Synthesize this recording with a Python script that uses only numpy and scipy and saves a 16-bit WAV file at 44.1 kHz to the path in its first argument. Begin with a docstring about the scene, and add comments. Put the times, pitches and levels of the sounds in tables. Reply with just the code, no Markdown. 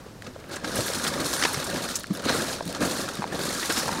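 """Scraping up leaves and grit.

Gloved hands scrape dry leaves, twigs and grit together on paving beside a wall, in five sweeps.
Each is a stream of tiny fractures: grit fizzes, leaves crunch, the pile rubs dully over the ground.
Twigs crack, grains tick, sticks and stones knock, caught fragments rasp, a rubbish bag crinkles
and the hands thump down. Faint outdoor air lies behind."""
import sys
import numpy as np
from scipy import signal
from scipy.fft import rfft, irfft
from scipy.io import wavfile
from scipy.ndimage import uniform_filter1d

SR = 44100
rng = np.random.default_rng(int(sys.argv[2]) if len(sys.argv) > 2 else 0)


def output_pcm(signal):
    """Save a mono or channel-first signal as 16-bit PCM at the path in sys.argv[1].

    Samples are clipped to [-1, 1] before scaling.
    """
    pcm = np.clip(np.atleast_2d(signal).T, -1, 1) * 32767
    wavfile.write(sys.argv[1], SR, np.round(pcm).astype(np.int16))


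N = 176400


def from_db(db):
    """Decibels to gain."""
    return 10 ** (np.asarray(db) / 20)


def unit_rms(x):
    """Scale to unit rms."""
    return x / np.sqrt(np.mean(x ** 2) + 1e-20)


def steady(x):
    """Hold the rms over 1/12 s at 1, leaving the grain."""
    return x / np.sqrt(uniform_filter1d(x ** 2, size=SR // 12) + 1e-12)


def envelope(sweeps, column):
    """Gain over time from one dB column of consecutive sweeps."""
    rows = np.vstack(sweeps)
    return from_db(np.interp(np.arange(N) / SR, np.maximum.accumulate(rows[:, 0]), rows[:, column]))


def drift(rate_hz):
    """Random wander of unit rms."""
    hop, settle = 40, 2000
    pole = np.exp(-2 * np.pi * rate_hz * hop / SR)
    noise = rng.standard_normal(N // hop + settle + 2)
    slow = signal.lfilter([1], [1, -2 * pole, pole * pole], noise)[settle:]
    return np.interp(np.arange(N) / hop, np.arange(len(slow)), unit_rms(slow))


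def colour(x, spectrum):
    """Minimum-phase filter with the given spectrum and unit power gain."""
    size = 4096
    hz, db = np.transpose(spectrum)
    bins_hz = np.arange(size // 2 + 1) * SR / size
    gain = unit_rms(from_db(np.interp(np.log(bins_hz + 1), np.log(hz), db)))
    cepstrum = irfft(np.log(gain))
    cepstrum[1:size // 2] *= 2
    cepstrum[size // 2 + 1:] = 0
    return signal.fftconvolve(x, irfft(np.exp(rfft(cepstrum))))[:len(x)]


def resonate(x, hz, q):
    """One resonance with unit power gain."""
    return signal.lfilter(*signal.iirpeak(hz, q, fs=SR), x) * np.sqrt(SR * q / (np.pi * hz))


def add(out, start_s, sound):
    """Mix a sound in at start_s."""
    i = max(int(start_s * SR), 0)
    out[i:i + len(sound)] += sound[:N - i]


def decay(t, t60_s):
    """Exponential fall of 60 dB in t60_s."""
    return np.exp(-np.log(1000) * t / t60_s)


def burst(length_s):
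    """A run of fractures holds for half of length_s, then dies; longer runs die more slowly."""
    t = np.arange(SR // 10) / SR
    tail_s = .00175 + .56 * length_s
    return rng.standard_normal(len(t)) * np.exp(-np.maximum(t - length_s / 2, 0) / tail_s)


# Outdoor air spectrum. Each row: frequency in Hz, relative density in dB.
AIR_SPECTRUM = [(25, -9.5), (90, 1), (300, -6), (600, -12), (1200, -16.5), (2200, -24.5), (5000, -24.5),
                (12000, -32.5), (16000, -40)]


def outdoor_air():
    """Faint steady noise, mostly low."""
    return from_db(-46) * colour(rng.standard_normal(N), AIR_SPECTRUM)


def yard(x, t60_s=.067, tail_db=-15.5):
    """Wall and steps add a short faint tail."""
    t = np.arange(SR // 2) / SR
    response = rng.standard_normal(len(t)) * decay(t, t60_s)
    response *= from_db(tail_db) / np.linalg.norm(response)
    return x + signal.fftconvolve(x, response)[:N]


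# Bag folds. Each row: start in seconds, level in dB, burst length in seconds, ring in Hz.
BAG_CRINKLES = [(0.49, -49, .002, 12000), (0.558, -36.5, .008, 7100), (0.756, -29, 0.0065, 9300),
                (0.861, -32.5, 0.014, 9700), (0.954, -34, .008, 9200), (1.53, -31, 0.011, 9150),
                (1.641, -31.5, 0.009, 7800), (1.955, -24.5, 0.013, 6960), (1.994, -37.5, 0.0086, 10500),
                (2.132, -45, 0.03, 11000), (3.725, -40, 0.01, 9450)]


def bag_crinkles():
    """A buckling fold of the bag excites one broad, high resonance."""
    out = np.zeros(N)
    for start_s, db, length_s, hz in BAG_CRINKLES:
        add(out, start_s, from_db(db) * resonate(burst(length_s), hz, q=3))
    return out


# Caught fragments. Each row: start in seconds, length in seconds, level in dB, ring in Hz.
FRAGMENT_RASPS = [(1.28, 0.24, -39.5, 9200), (2.239, 0.12, -31.5, 4100), (3.663, 0.21, -37, 5400),
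                  (3.843, 0.27, -36.5, 930)]


def fragment_rasps(width_hz=240, rough_db=3.5):
    """Uneven stick and slip on the paving drives one narrow resonance, swelling and fading."""
    out = np.zeros(N)
    for start_s, length_s, db, hz in FRAGMENT_RASPS:
        friction = rng.standard_normal(N) * from_db(rough_db * drift(rate_hz=100))
        swell = np.sqrt(np.hanning(int(length_s * SR)))
        drive = unit_rms(friction[:len(swell)]) * swell
        add(out, start_s, from_db(db) * resonate(drive, hz, q=hz / width_hz))
    return out


# Hands on the pile. Each row: start in seconds, level in dB, ring in Hz, T60 in seconds.
HAND_THUMPS = [(.276, -25, 233, 0.026), (0.673, -10, 322, 0.023), (0.788, -25, 127, 0.11),
               (1.57, -19.5, 162, 0.052), (2.103, -19, 195, 0.11), (2.259, -11.5, 270, 0.034),
               (2.659, -22.5, 177, 0.14), (2.809, -12.5, 291, 0.053), (3.19, -17.5, 197, 0.034),
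               (3.48, -20.5, 231, 0.056), (3.695, -11.5, 289, 0.023)]


def hand_thumps(attack_s=.0026):
    """A soft push sets the pile booming in two low modes while its contents shift."""
    out, t = np.zeros(N), np.arange(SR // 5) / SR
    attack = 1 - np.exp(-t / attack_s)
    for start_s, db, hz, t60_s in HAND_THUMPS:
        phase = 2 * np.pi * hz * t
        ring = np.sin(phase) + from_db(-4.5) * np.sin(1.56 * phase)
        noise = rng.standard_normal(len(t))
        shifting = unit_rms(resonate(resonate(noise, hz, q=1.85), hz, q=1.85))
        add(out, start_s, from_db(db) * (ring + from_db(-5) * shifting) * attack * decay(t, t60_s))
    return out


# Twig snap spectrum. Each row: frequency in Hz, relative density in dB.
TWIG_SPECTRUM = [(80, -43), (320, 10.5), (650, 4), (1650, 7.5), (2400, 4.5), (4200, 1.5), (5500, 1),
                 (9500, -11.5), (16000, -34)]
# Breaks. 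Each row: start in seconds, relative level in dB, burst length in seconds, ring in Hz.
TWIG_CRACKS = [(0.265, -37.5, 0.0097, 1250), (0.644, -26.5, 0.0092, 1567), (0.88, -27.5, 0.0042, 1480),
               (1.049, -24, 0.0038, 1860), (1.066, -23.5, 0.0076, 3360), (1.137, -26, 0.0042, 1790),
               (1.415, -25, 0.0036, 1750), (1.4238, -17, 0.0044, 1316), (1.436, -15.5, 0.0039, 5500),
               (1.449, -16.5, 0.01, 1690), (1.543, -25, 0.0057, 5600), (1.628, -29, 0.0021, 4280),
               (1.76, -27.5, 0.004, 1480), (2.281, -28, 0.0084, 1520), (2.293, -16.5, 0.0035, 1400),
               (2.748, -26, 0.0032, 4200), (3.627, -25.5, 0.01, 1900), (3.699, -21, 0.012, 1560),
               (3.77, -23, 0.0045, 5460)]


def twig_cracks():
    """A breaking twig or leaf gives a broad burst and a ring of its own."""
    out = np.zeros(N)
    for start_s, db, length_s, hz in TWIG_CRACKS:
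        snap = colour(burst(length_s), TWIG_SPECTRUM)
        ring = from_db(-4) * resonate(burst(length_s), hz, q=16)
        add(out, start_s, from_db(db - 2.5) * (snap + ring))
    return out


# Stick and stone modes. Each row: ratio to the ring frequency, relative level in dB.
STICK_MODES = [(.88, -2.5), (1.1, -3.5), (1.75, -13), (2.6, -17.5)]
# Contacts. Each row: start in seconds, level in dB, ring in Hz.
STICK_KNOCKS = [(.062, -31, 423), (0.2222, -25, 1800), (.361, -24.5, 580), (.441, -31, 2090),
                (.9, -18.5, 530), (1.509, -20, 900), (2.042, -18.5, 1550), (2.6065, -18.5, 974),
                (2.608, -17.5, 610), (3.08, -20, 1350), (3.088, -17, 1490), (3.221, -15, 1000),
                (3.228, -18, 900), (3.241, -13, 900), (3.391, -22, 930), (3.879, -16, 950),
                (3.891, -11, 940)]


def stick_knocks(t60_cycles=12.5):
    """Sticks and small stones touch with a tick and a few heavily damped modes."""
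    out, t = np.zeros(N), np.arange(SR // 10) / SR
    for start_s, db, hz in STICK_KNOCKS:
        ring = sum((-1) ** k * from_db(mode_db) * np.sin(2 * np.pi * hz * ratio * t)
                   for k, (ratio, mode_db) in enumerate(STICK_MODES))
        tick = from_db(-22) * colour(burst(0), TWIG_SPECTRUM)
        add(out, start_s, from_db(db) * (ring * decay(t, t60_cycles / hz) + tick))
    return out


# Spectra of grit and of its fine rustle. Each row: frequency in Hz, relative density in dB.
GRIT_SPECTRUM = [(1500, -11.5), (2600, -4.5), (3000, -8), (3500, -2.5), (4250, 1), (4800, -2.5), (5450, -3),
                 (6500, -6.5), (7800, -9.5), (9400, -8), (11000, -16), (16000, -40.5)]
RUSTLE_SPECTRUM = [(3000, -25.5), (5500, -1.5), (7200, -0.5), (9300, -3), (10000, -1.5), (11500, -5.5),
                   (13000, -8), (16000, -15)]
# Loose grains. Each row: start in seconds, relative level in dB.
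GRAIN_TICKS = [(0.221, -38.5), (0.27, -47), (.4, -45), (.526, -41), (.65, -37), (.806, -22.5), (0.947, -23),
               (1.213, -27), (1.7, -26), (1.83, -33), (2.034, -30.5), (2.069, -36), (2.172, -30.5),
               (2.221, -34.5), (2.653, -30.5), (2.664, -35), (2.677, -27.5), (2.69, -36), (2.726, -29),
               (2.879, -32), (3.153, -29.5), (3.331, -34), (3.392, -28.5), (3.435, -26.5)]


def grain_ticks():
    """A loose grain snaps against the paving: one short bright burst."""
    snaps = np.zeros(N)
    for start_s, db in GRAIN_TICKS:
        add(snaps, start_s, from_db(db) * burst(length_s=.002))
    return from_db(-3.5) * colour(snaps, GRIT_SPECTRUM) + from_db(-5) * colour(snaps, RUSTLE_SPECTRUM)


def fractures(per_s, size_db, clump_db, clump_hz, ring_hz, q, friction_db):
    """Tiny fractures, each ringing in a fragment of its own pitch, over friction noise."""
    sizes = from_db(size_db * np.minimum(rng.exponential(1, N), 4)) * rng.choice([-1, 1], N)
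    clicks = sizes * (rng.random(N) < per_s / SR)
    pitches_hz = np.geomspace(*ring_hz, 20)
    fragment = rng.integers(0, len(pitches_hz), N)
    rings = sum(resonate(clicks * (fragment == k) + 1e-18, hz, q) * np.sqrt(hz)
                for k, hz in enumerate(pitches_hz))
    friction = from_db(friction_db) * rng.standard_normal(N)
    return (unit_rms(rings) + unit_rms(clicks) + friction) * from_db(clump_db * drift(clump_hz))


def slips(hardness, per_s=62, fade_s=.0069):
    """Debris catches and gives way at random; each slip flares and fades, more so under a light hand."""
    starts = rng.random(N) * (rng.random(N) < per_s / SR)
    flares = signal.lfilter([1], [1, -np.exp(-1 / (fade_s * SR))], starts + 1e-18)
    return 1.5 * flares * np.clip(hardness, .2, 2) ** -.43


# Hand strokes, one list for the first stirring and one per sweep.
# Each row: time in seconds, relative grit level in dB, relative leaf level in dB.
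SWEEP_LEVELS = [
    [(0, -59, -50.5), (.2, -68, -60), (.27, -46.5, -47), (.32, -61.5, -55), (.49, -58, -48.5),
     (.52, -39.5, -36.5), (.57, -42, -37.5), (.6, -53, -47), (.63, -48, -43)],
    [(.66, -39.5, -37.5), (.73, -39, -36.5), (.765, -33.5, -32), (.83, -35, -36.5), (1.03, -35, -34),
     (1.07, -32, -31), (1.12, -38, -36)],
    [(1.2, -37, -33), (1.3, -32, -34.5), (1.41, -34.5, -31), (1.5, -35.5, -34), (1.7, -38, -36),
     (1.79, -37, -35), (1.93, -36.5, -37), (2.03, -45.5, -51), (2.06, -51, -57)],
    [(2.12, -47.5, -45), (2.16, -41, -39.5), (2.21, -46, -42.5), (2.25, -38, -34), (2.29, -37.5, -27.5),
     (2.345, -33, -29.5), (2.45, -36, -34), (2.54, -35.5, -36.5), (2.6, -45, -43), (2.64, -46, -50)],
    [(2.68, -41.5, -45.5), (2.76, -42, -37), (2.8, -42, -40.5), (2.825, -33.5, -26), (2.89, -35, -35),
     (3.02, -35.5, -35), (3.09, -40, -40), (3.17, -41, -40), (3.29, -47.5, -43)],
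    [(3.33, -41, -35.5), (3.38, -38.5, -36.5), (3.43, -35, -34.5), (3.67, -34.5, -35.5), (3.79, -32, -31),
     (3.86, -36, -33.5), (4, -38.5, -36)],
]
# Pile rubbing the ground, same grouping. Each row: time in seconds, relative level in dB.
PILE_LEVELS = [
    [(0, -52), (.2, -59), (.28, -41.5), (.33, -53), (.49, -47), (.52, -37.5), (.61, -47.5)],
    [(.65, -35.5), (.72, -38.5), (.79, -28), (.84, -39), (1.14, -35)],
    [(1.18, -30), (1.3, -36.5), (1.52, -40), (1.58, -36.5), (1.66, -39), (1.73, -31), (1.93, -42),
     (2.06, -51)],
    [(2.16, -37.5), (2.23, -40.5), (2.27, -29), (2.38, -30.5), (2.55, -39), (2.63, -43.5)],
    [(2.69, -39), (2.79, -38), (2.83, -25), (2.91, -34), (3.05, -35.5), (3.14, -42), (3.3, -39)],
    [(3.34, -32), (3.48, -37), (3.55, -37), (3.66, -44.5), (3.72, -37), (4, -34)],
]
# Spectra of leaf crunch and dragged pile. Each row: frequency in Hz, relative density in dB.
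LEAF_SPECTRUM = [(400, -26), (750, 2), (950, 3.5), (1350, 5), (1680, 5.5), (1900, -1), (2400, -5),
                 (3000, -5), (5000, -40.5)]
PILE_SPECTRUM = [(30, -21), (65, 0), (120, -0.5), (200, -1.5), (310, -1.5), (430, -5), (570, -2),
                 (750, -11.5), (1100, -33)]


def scraping():
    """Grit, fine rustle, leaves and the dragged pile follow the sweeps and share the same slips."""
    grit = fractures(per_s=2400, size_db=-.14, clump_db=0, clump_hz=69,
                     ring_hz=(2964, 9200), q=32, friction_db=-4)
    rustle = fractures(per_s=2200, size_db=-1, clump_db=.6, clump_hz=91,
                       ring_hz=(5830, 14040), q=27, friction_db=5)
    leaves = fractures(per_s=1000, size_db=.76, clump_db=.67, clump_hz=81,
                       ring_hz=(698, 4200), q=16.5, friction_db=2)
    pile = fractures(per_s=800, size_db=1.5, clump_db=1, clump_hz=54,
                     ring_hz=(155.7, 900), q=5.16, friction_db=2)
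    effort = envelope(SWEEP_LEVELS, column=1)
    hardness = effort / from_db(-38)
    brightness = hardness ** .96  # harder sweeps are brighter
    flare = slips(hardness)
    sharp, soft = 1 + flare, 1 + .37 * flare
    grit = effort * steady(colour(grit * sharp, GRIT_SPECTRUM))
    rustle = effort * brightness * steady(colour(rustle * sharp, RUSTLE_SPECTRUM))
    leaves = envelope(SWEEP_LEVELS, column=2) * steady(colour(leaves * soft, LEAF_SPECTRUM))
    pile = envelope(PILE_LEVELS, column=1) * steady(colour(pile * soft, PILE_SPECTRUM))
    return from_db(-.43) * grit + from_db(-6) * rustle + from_db(-1.5) * leaves + from_db(1.18) * pile


def scene():
    """The work at the wall over quiet outdoor air, in mono."""
    air = outdoor_air()
    work = (scraping() + fragment_rasps() + twig_cracks() + bag_crinkles()
            + grain_ticks() + stick_knocks() + hand_thumps())
    return (air + yard(work))[None]


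def record(dry, cutoff_hz=15750):
    """Steep low-pass on the top treble."""
    return signal.sosfilt(signal.ellip(12, .1, 80, cutoff_hz, fs=SR, output="sos"), dry)


dry = scene()
out = record(dry)
output_pcm(out)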